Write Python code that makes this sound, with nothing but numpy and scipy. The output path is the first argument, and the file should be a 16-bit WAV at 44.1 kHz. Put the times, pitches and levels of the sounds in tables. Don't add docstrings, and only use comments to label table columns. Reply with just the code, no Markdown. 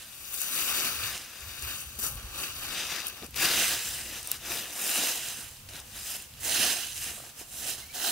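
import sys
import numpy as np
from scipy import signal
from scipy.fft import rfft, irfft, next_fast_len
from scipy.io import wavfile
from scipy.ndimage import uniform_filter1d, map_coordinates

SR = 44100
rng = np.random.default_rng(int(sys.argv[2]) if len(sys.argv) > 2 else 0)


def int16_out(signal):
    q = np.round(np.clip(np.atleast_2d(signal).T, -1, 1) * 32767)
    wavfile.write(sys.argv[1], SR, q.astype(np.int16))


def invert_db(x):
    u = np.asarray(x, float) / 20
    return 10 ** u


N = 357651

# time in seconds, bearing from 1 = left through 0 = ahead to -1 = right.
BEARING = [(0, -0.075), (.2, 0.82), (1.05, 0.94), (1.15, 0.047), (1.7, 0.95), (2.65, 1), (2.78, 0.21),
           (3.02, 0.41), (3.07, 1), (3.3, 0.46), (3.6, 0.055), (4.42, 0.22), (5.6, -0.064), (5.8, 0.17),
           (6.3, 0.0025), (6.4, -0.41), (6.9, -0.28), (7.0, 0.07), (7.8, -0.45), (7.95, -0.67)]


def unit(x):
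    return x / np.sqrt(np.mean(x ** 2) + 1e-20)


def along(points, hz):
    f, v = np.transpose(points)
    return np.interp(np.log(hz + 1), np.log(f + 1), v)


def curves(rows):
    s, *cols = np.transpose(rows)
    return [np.interp(np.arange(N) / SR, s, c) for c in cols]


def wobble(rate):
    return map_coordinates(rng.standard_normal(N // 64), [np.arange(N) * rate / SR])


def filtered(x, response):
    m = next_fast_len(N + 8192)
    return irfft(rfft(x, m) * response(np.fft.rfftfreq(m, 1 / SR)), m)[..., :N]


def pair(alike):
    turn = lambda hz: np.arccos(np.clip(along(alike, hz), -1, 1)) / 2
    weights = lambda hz: np.array([np.cos(turn(hz)), np.sin(turn(hz))])
    mid, side = filtered(rng.standard_normal((2, N)), weights)
    return np.array([mid + side, mid - side])


def strokes():
    # peak time in seconds, crush level in dB,
    # rise in seconds, fall in seconds, crispness in dB re crush.
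    rakes = [(-0.01, -50, 0.78, 0.48, -0.5), (0.342, -46.5, 0.02, 0.04, 10), (0.435, -47.5, 0.2, 0.049, 9),
             (0.588, -40, 0.25, 0.076, 2.5), (0.703, -41, 0.62, 0.19, 4.5), (0.828, -35.0, 0.36, 0.26, -2),
             (1.105, -35.5, 0.22, 0.2, -5.5), (1.46, -45.5, 0.71, 0.63, -6.5), (1.713, -44, 0.28, 0.13, -2),
             (1.812, -52.5, 0.11, 0.028, 8.5), (1.858, -60, .012, 0.026, 11.5), (1.8, -54.5, 0.32, 0.97, 2),
             (2.036, -43.5, 0.024, 0.13, 9.5), (2.19, -52, 0.08, 0.99, -19),
             (2.438, -41.5, 0.018, 0.14, -11), (2.418, -43.5, 0.13, 0.15, 0.5),
             (2.636, -56, 0.32, 0.15, 8.5), (2.816, -33, 0.29, 0.23, -16), (2.938, -33, 0.092, 0.2, -19),
             (3.085, -53, 0.062, 0.023, 7), (3.251, -47.5, 0.3, 0.043, -9)]
    # peak time in seconds, crush level in dB,
    # rise in seconds, fall in seconds, crispness in dB re crush.
    kicks = [(3.43, -25.5, 0.072, 0.46, -6), (3.616, -31, 0.13, 0.29, 1), (3.858, -39.5, 0.094, 0.36, 3),
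             (4.179, -41, 0.49, 0.081, -2.5), (4.347, -41.5, 0.26, 0.052, 1), (4.51, -36.5, 0.14, 0.34, -9),
             (4.576, -42.5, 0.17, 0.1, 7.5), (4.861, -36, 0.18, 0.59, 5.5),
             (5.021, -31.5, 0.17, 0.25, -2.5), (5.303, -41.5, 0.22, 0.083, 3),
             (5.398, -47.5, 0.41, 0.2, 3.5), (5.757, -47, 0.061, 0.12, 0), (5.797, -50.5, .06, .022, -1),
             (5.962, -48.5, 0.15, 0.32, 1), (6.06, -46, 0.15, 0.11, 7.5), (6.115, -43, 0.068, 0.06, 6),
             (6.155, -40.5, 0.13, 0.034, 3), (6.2, -48.5, 0.066, 0.11, 4), (6.461, -39.5, 0.05, 0.4, 8),
             (6.63, -28.5, 0.2, 0.22, -2), (6.715, -35.5, 0.063, 0.064, 1), (6.79, -41.5, 0.15, 0.34, 1),
             (6.975, -49, 0.043, 0.024, 7), (7.046, -41.5, 0.18, 0.15, 5.5), (7.105, -42, 0.084, 0.031, 1),
             (7.15, -52, 0.068, 0.17, 7.5), (7.275, -53.5, .6, 0.068, 5), (7.408, -49, 0.062, 0.052, 7.5),
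             (7.584, -58.5, .14, 0.065, 19), (7.703, -39.5, 0.2, 0.083, 5.5), (7.782, -47, 0.03, 0.12, 2),
             (7.951, -43.5, 0.02, .6, 1), (8.101, -35, 0.18, .5, 1.5)]
    # time in seconds, crush level in dB, fall in seconds,
    # crispness in dB re crush.
    touches = [(1.99, -47, 0.11, 8.5), (3.36, -38, 0.091, 0), (5.689, -51.5, 0.11, 2),
               (6.402, -58, 0.13, 11), (4.452, -41.5, 0.11, -11), (8.056, -53, .15, -4)]
    touch_rise_s = .004
    swing_db, roundness = 20, 1.5

    abrupt = [(s, db, touch_rise_s, *rest) for s, db, *rest in touches]
    s, db, rise, fall, crisp = np.transpose(rakes + kicks + abrupt)[:, :, None]
    t = np.arange(0, N / SR + .004, .002)
    away = np.where(t < s, (s - t) / abs(rise), (t - s) / abs(fall))
    power = invert_db(2 * (db - swing_db * away ** roundness)) + 1e-12
    crush = 10 * np.log10(power.sum(0))
    bright = 10 * np.log10((power * invert_db(2 * crisp)).sum(0))
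    return curves(np.c_[t, crush, bright - crush])


def cracks(count, centre_hz, octaves, cycles, scatter_db, spread_ms):
    u, g = rng.random((count, 2)), rng.standard_normal((count, 3))
    start = (u[:, :1] * N).astype(int)
    hz = np.clip(centre_hz * 2 ** (octaves * g[:, :1]), 1500, 15500)
    size = invert_db(-scatter_db * np.log(u[:, 1:] + .018))
    out = []
    for side in (1, -1):
        lag_s = 2e-4 + side * spread_ms / 2000 * g[:, 1:2]
        t = np.maximum(np.arange(60) / SR - lag_s, 0)
        ring = np.sin(2 * np.pi * hz * t) * np.exp(-t * hz / cycles)
        grain = size * invert_db(side * 0.5 * g[:, 2:]) * ring
        out.append(np.bincount((start + np.arange(60)).ravel(), grain.ravel(), N + 60)[:N])
    return unit(np.array(out))


def patchy(x, depth_db):
    z = signal.stft(x, nperseg=512)[2]
    field = uniform_filter1d(rng.standard_normal(z.shape[1:]), size=9, axis=0)
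    field = uniform_filter1d(field, size=12, axis=1)
    return signal.istft(z * invert_db(depth_db * unit(field)), nperseg=512)[1][:, :N]


def ports(place):
    # frequency in Hz, level in dB per Hz.
    litter = [
        [(88, -40), (150, -6.5), (381, -2), (436, -7.5), (530, -2.5), (643, -6.5), (812, -2), (930, -6.5),
         (1150, 4), (2020, -1.5), (2600, 3.5), (3220, 3), (4750, -1), (6470, -2), (15500, -6)],
        [(88, -37), (150, -10.5), (366, -3.5), (420, -11), (462, -4), (595, -7.5), (668, -1.5), (860, -7),
         (1700, -3.5), (1940, -4), (2810, 0), (4480, -4.5), (4930, -4), (9540, -7), (15500, -13.5)],
        [(88, -41), (150, -7), (244, 3.5), (519, -3), (708, 7), (948, -3.5), (1660, -1.5), (2310, -4.5),
         (2760, -0.5), (3620, 0), (6860, -3.5), (7410, -3.5), (8170, -6), (8830, -3), (15500, -3.5)],
    ]
    # frequency in Hz, left-right difference in dB.
    shading = [
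        [(300, 1), (1300, 2), (2100, 1), (2900, -2.5), (3300, -1.5), (4200, 0), (6000, 3), (9000, 4),
         (15500, 9.5)],
        [(300, 1), (1300, -0.5), (2800, -5.5), (4000, -0.5), (9000, -2.5), (13000, -1), (15500, 3)],
        [(300, -1), (1100, -5), (2800, -6), (4000, -11), (9000, -3), (12000, 5), (15500, 6)],
    ]
    # delay in ms, gain, phase turn in cycles.
    routes = [
        ([(0, 1, 0), (.034, .7, .657), (.855, .182, .092)], [(.061, 1, -.045), (.064, 1.028, .477), (.255, .104, .4), (.856, .243, .856), (.87, .232, .342)]),
        ([(0, 1, 0), (.885, .3, .5)], [(0, 1, 0), (.32, .14, 0), (.885, .22, .5)]),
        ([(.022, 1, 0), (.68, .14, 0), (.87, .25, .5)], [(0, 1, 0), (.31, .12, 0), (.66, .17, 0), (.87, .18, .5)]),
    ]

    delay = lambda hz, ms, gain, turn: gain * np.exp(-2j * np.pi * (hz * ms / 1000 - turn))
    direct = lambda hz, ms, gain, turn: delay(hz, ms, gain, turn * np.minimum(hz / 1300, 1))
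    dull = lambda hz: 1 / (1 + (hz / 10500) ** 4) * hz ** 4 / (hz ** 4 + 1000 ** 4)
    paths = lambda hz, rows: direct(hz, *rows[0]) + dull(hz) * sum(delay(hz, *r) for r in rows[1:])
    ripple = lambda hz, h: h / np.sqrt(uniform_filter1d(abs(h) ** 2, size=round(1150 / hz[1])))
    tilt = lambda hz: np.outer([.5, -.5], along(shading[place], hz))
    colour = lambda hz: invert_db(along(litter[place], hz) + tilt(hz))
    return lambda hz: colour(hz) * [ripple(hz, paths(hz, rows)) for rows in routes[place]]


def placed(x):
    b = np.clip(curves(BEARING)[0], -1, 1)
    shares = [np.maximum(b, 0), 1 - abs(b), np.maximum(-b, 0)]
    return sum(filtered(share * x, ports(place)) for place, share in enumerate(shares))


def leaves():
    # time in seconds, level in dB re crush.
    load = [(.3, -13.5), (.55, -10), (.85, -9.5), (1.2, -12), (1.95, -10.5), (2.05, -4), (2.3, -4.5),
            (2.75, -14), (3.2, -5.5), (3.45, -10), (3.95, -12.5), (4.6, -6), (5.05, -7.5), (5.3, -12),
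            (5.75, -3), (6.05, -14), (6.2, -6.5), (6.45, -11.5), (6.62, -12), (7.0, -17.5), (7.3, -3),
            (7.6, -9), (8.1, -10.5)]
    # frequency in Hz, coherence from 0 to 1.
    likeness = [(200, 1), (700, 0.93), (1400, 0.97), (3000, 0.96), (7000, 0.95), (15000, 0.6)]

    crush_db, crisp_db = strokes()
    weight_db = curves(load)[0]
    fine = cracks(count=27000, centre_hz=6610, octaves=0.97, cycles=3.9, scatter_db=4.0, spread_ms=0.066)
    thin = [(300, -16), (1500, -9), (3500, -3), (6000, 0), (15000, 6)]
    fine = unit(filtered(fine, lambda hz: invert_db(along(thin, hz))))
    clumps = invert_db(0.72 * wobble(35) + 0.62 * wobble(140))
    rubbing = pair(likeness)
    rush = placed(clumps * patchy(rubbing + invert_db(-6.0) * fine, depth_db=1.3))

    low = lambda hz: along([(900, 0.91), (2100, 0.017)], hz)
    high = lambda hz: along([(4500, 0.024), (9000, 0.63)], hz)
    middle = lambda hz: 1 - low(hz) - high(hz)
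    weight = unit(filtered(rush, low)) * invert_db(weight_db - 3.0 + 0.58 * wobble(25))
    crisp = unit(filtered(rush, high)) * invert_db(crisp_db - 0.5)
    body = unit(filtered(rush, middle)) * invert_db(-0.47)
    return invert_db(crush_db + 2.0) * (weight + body + crisp)


def forest():
    # time in seconds, level in dB.
    swell = [(0, -57.5), (.4, -59), (1.0, -52.5), (1.3, -57), (1.65, -53), (2.2, -52), (2.4, -52.5),
             (3.0, -54.5), (3.7, -51), (4.1, -54), (5.0, -57.5), (6.0, -55.5), (6.6, -55.5), (7.3, -57),
             (8.11, -59.5)]
    # frequency in Hz, level in dB per Hz.
    rumble_colour = [(12, -44), (20, -9.5), (54, -3.5), (70, 2), (82, -4.5), (134, -5), (150, -4),
                     (168, -44), (208, -11), (400, -34), (520, -17), (880, -120)]
    # frequency in Hz, level in dB per Hz.
    hiss_colour = [(88, -38), (150, 3.5), (428, -4), (1540, -0.5), (2060, -3.5), (2760, 3), (3350, -0.5),
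                   (6110, -1), (15500, -1.5)]

    rumble = filtered(pair([(30, 1.0), (300, 1.0)]), lambda hz: invert_db(along(rumble_colour, hz)))
    rumble = unit(invert_db(2.0 * wobble(5.7)) * rumble)
    hiss = pair([(300, 0.9), (3000, 0.21), (12000, 0.084)])
    hiss = unit(filtered(hiss, lambda hz: invert_db(along(hiss_colour, hz))))
    return invert_db(curves(swell)[0]) * rumble + invert_db(-50.0) * hiss


def stalks():
    # time in seconds, peak level in dB, pitch in Hz.
    snaps = [(0.2345, -31, 14000), (0.3262, -24, 13300), (0.3364, -22, 12700), (0.3428, -18, 13200),
             (0.4075, -22, 12400), (0.417, -10, 11000), (0.4325, -21, 10000), (0.5525, -15, 11000),
             (0.5895, -21, 4260), (0.8012, -17, 5580), (1.178, -23, 6000), (1.4067, -30, 7800),
             (1.4845, -30, 8500), (1.5937, -25, 8400), (1.6235, -21, 9500), (1.6374, -29, 8800),
             (1.9915, -24, 13000), (2.0205, -21, 11700), (2.041, -16, 14000), (2.0665, -20, 9000),
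             (2.1224, -24, 11200), (2.148, -28, 9100), (2.1557, -26, 12200), (2.4423, -25, 2800),
             (2.9629, -23, 2760), (3.0036, -24, 2900), (3.0194, -23, 2760), (3.069, -14, 12100),
             (3.0828, -17, 11400), (3.0852, -22, 10500), (3.0984, -25, 13500), (3.2258, -29, 2900),
             (3.2442, -28, 12000), (3.2647, -27, 9800), (3.3085, -32, 10600), (3.3438, -25, 2800),
             (3.3637, -20, 4000), (3.3739, -17, 3800), (4.2296, -25, 6900), (4.2733, -18, 8800),
             (4.2762, -25, 9400), (4.3158, -8, 11500), (4.3162, -12, 6200), (4.519, -23, 2470),
             (4.8936, -20, 2760), (4.9006, -16, 11400), (5.2864, -20, 7500), (5.5697, -36, 5300),
             (5.6892, -32, 4000), (5.7359, -32, 3270), (5.7591, -30, 3100), (5.7651, -28, 3360),
             (5.8006, -29, 6500), (6.1038, -21, 12700), (6.1664, -25, 9000), (6.2235, -28, 9100),
             (6.3386, -37, 3900), (6.9783, -24, 5500), (7.2992, -35, 3190), (7.7022, -19, 10300)]
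    t60_s, full_pan_db = .007, 5.5

    out, t = np.zeros((2, N + 1024)), np.arange(1024) / SR
    f = np.fft.rfftfreq(2048, 1 / SR)
    for s, db, hz in snaps:
        pan_db = full_pan_db * np.interp(s, *np.transpose(BEARING))
        burst = rng.standard_normal(1024) * invert_db(-60 * t / t60_s)
        burst[0] = 3
        width = .45 * hz
        resonance = 1j * f * width / (hz * hz - f * f + 1j * f * width)
        shape = (0.043 + resonance) * f / (f + 0.15 * hz)
        ring = irfft(rfft(burst, 2048) * shape)[:1024]
        ring *= invert_db(db) / abs(ring).max()
        start = round(s * SR)
        lag = round(max(pan_db, 0) * 0.2)
        out[0, start:][:1024] += invert_db(pan_db / 2) * ring
        out[1, start + lag:][:1024 - lag] += invert_db(-pan_db / 2) * ring[:1024 - lag]
    return out[:, :N]


def puffs():
    # middle in seconds, peak level in dB, frequency in Hz.
    gusts = [(1.06, -45.5, 100), (1.438, -43.5, 70), (1.478, -42, 88), (1.515, -48, 64.6), (1.643, -38, 79),
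             (1.659, -41.5, 100), (1.7, -47, 80), (1.876, -41.5, 75), (1.906, -48, 80), (1.975, -41, 70),
             (2.095, -42, 62), (2.169, -36.5, 50), (2.256, -36.5, 58.3)]
    out, t = np.zeros(N), np.arange(-4096, 4096) / SR
    for s, db, hz in gusts:
        swing = np.exp(-(t / 0.016) ** 2) * np.cos(2 * np.pi * hz * t)
        out[round(s * SR) - 4096:][:8192] += invert_db(db) * swing
    return out


def soles():
    # time in seconds, peak level in dB, pitch in Hz.
    thuds = [(1.986, -41.5, 214), (2.037, -35, 440), (3.177, -63, 320), (3.221, -39, 240),
             (3.232, -33, 364), (3.243, -36.5, 247), (3.284, -45, 152), (4.122, -43, 270),
             (4.896, -38, 686), (5.386, -44, 239), (5.708, -41, 710), (5.738, -47, 151), (6.058, -45, 690),
             (6.458, -43, 698), (6.599, -35, 213), (7.062, -43, 244), (7.09, -45, 344), (7.111, -40, 362),
             (7.135, -43, 473), (7.179, -37, 595), (7.201, -33.5, 660), (7.222, -46, 304),
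             (7.238, -38, 690), (7.25, -49, 493), (7.278, -51, 680), (7.412, -38, 368), (7.96, -36, 740)]
    out, t = np.zeros(N + 2048), np.arange(2048) / SR
    for s, db, hz in thuds:
        knock = np.sin(2 * np.pi * hz * t) + 0.6 * np.sin(2 * np.pi * 1.86 * hz * t)
        decay = invert_db(db + 4.5 - 60 * t * hz / 7.8)
        out[round(s * SR):][:2048] += decay * (1 - np.exp(-t / 0.0014)) * knock
    return out[:N]


def gliding(voices):
    t, out = np.arange(N) / SR, 0
    waver_hz, broken_db = 35 * wobble(120), 4 * wobble(60)
    for rows, pan_db in voices:
        hz, db = curves(rows)
        phase = 2 * np.pi * np.cumsum(hz + waver_hz) / SR
        sounding = (t > rows[0][0]) * (t < rows[-1][0])
        tone = invert_db(db + 3.5 + broken_db) * np.sin(phase) * sounding
        out = out + tone * invert_db([[pan_db / 2], [-pan_db / 2]])
    return out


def bird():
    # rows of time in seconds, pitch in Hz, level in dB; then its left-right difference in dB.
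    whistles = [
        ([(4.02, 2030, -74), (4.05, 2000, -60), (4.12, 1990, -59), (4.14, 1980, -75)], -3),
        ([(7.81, 2080, -76), (7.83, 2120, -61), (7.89, 2230, -62), (7.93, 2360, -63), (7.96, 2420, -84)], 5),
    ]
    return gliding(whistles)


def branch():
    # rows of time in seconds, pitch in Hz, level in dB; then its left-right difference in dB.
    groans = [
        ([(7.945, 760, -62), (7.97, 730, -53), (8.0, 690, -54), (8.03, 620, -64)], -2),
    ]
    return gliding(groans)


def scene():
    return leaves() + forest() + stalks() + puffs() + soles() + bird() + branch()


def top_cut(x):
    return signal.sosfilt(signal.butter(12, 17070, fs=SR, output="sos"), x)


def record(dry):
    # frequency in Hz, lead in radians.
    lead = [(20, .26), (400, .22), (1300, .18), (2200, 0)]
    capsules = lambda hz: np.exp(1j * np.outer([.5, -.5], along(lead, hz))) * (hz < 15760)
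    return top_cut(filtered(dry, capsules))


dry = scene()
out = record(dry)
int16_out(out)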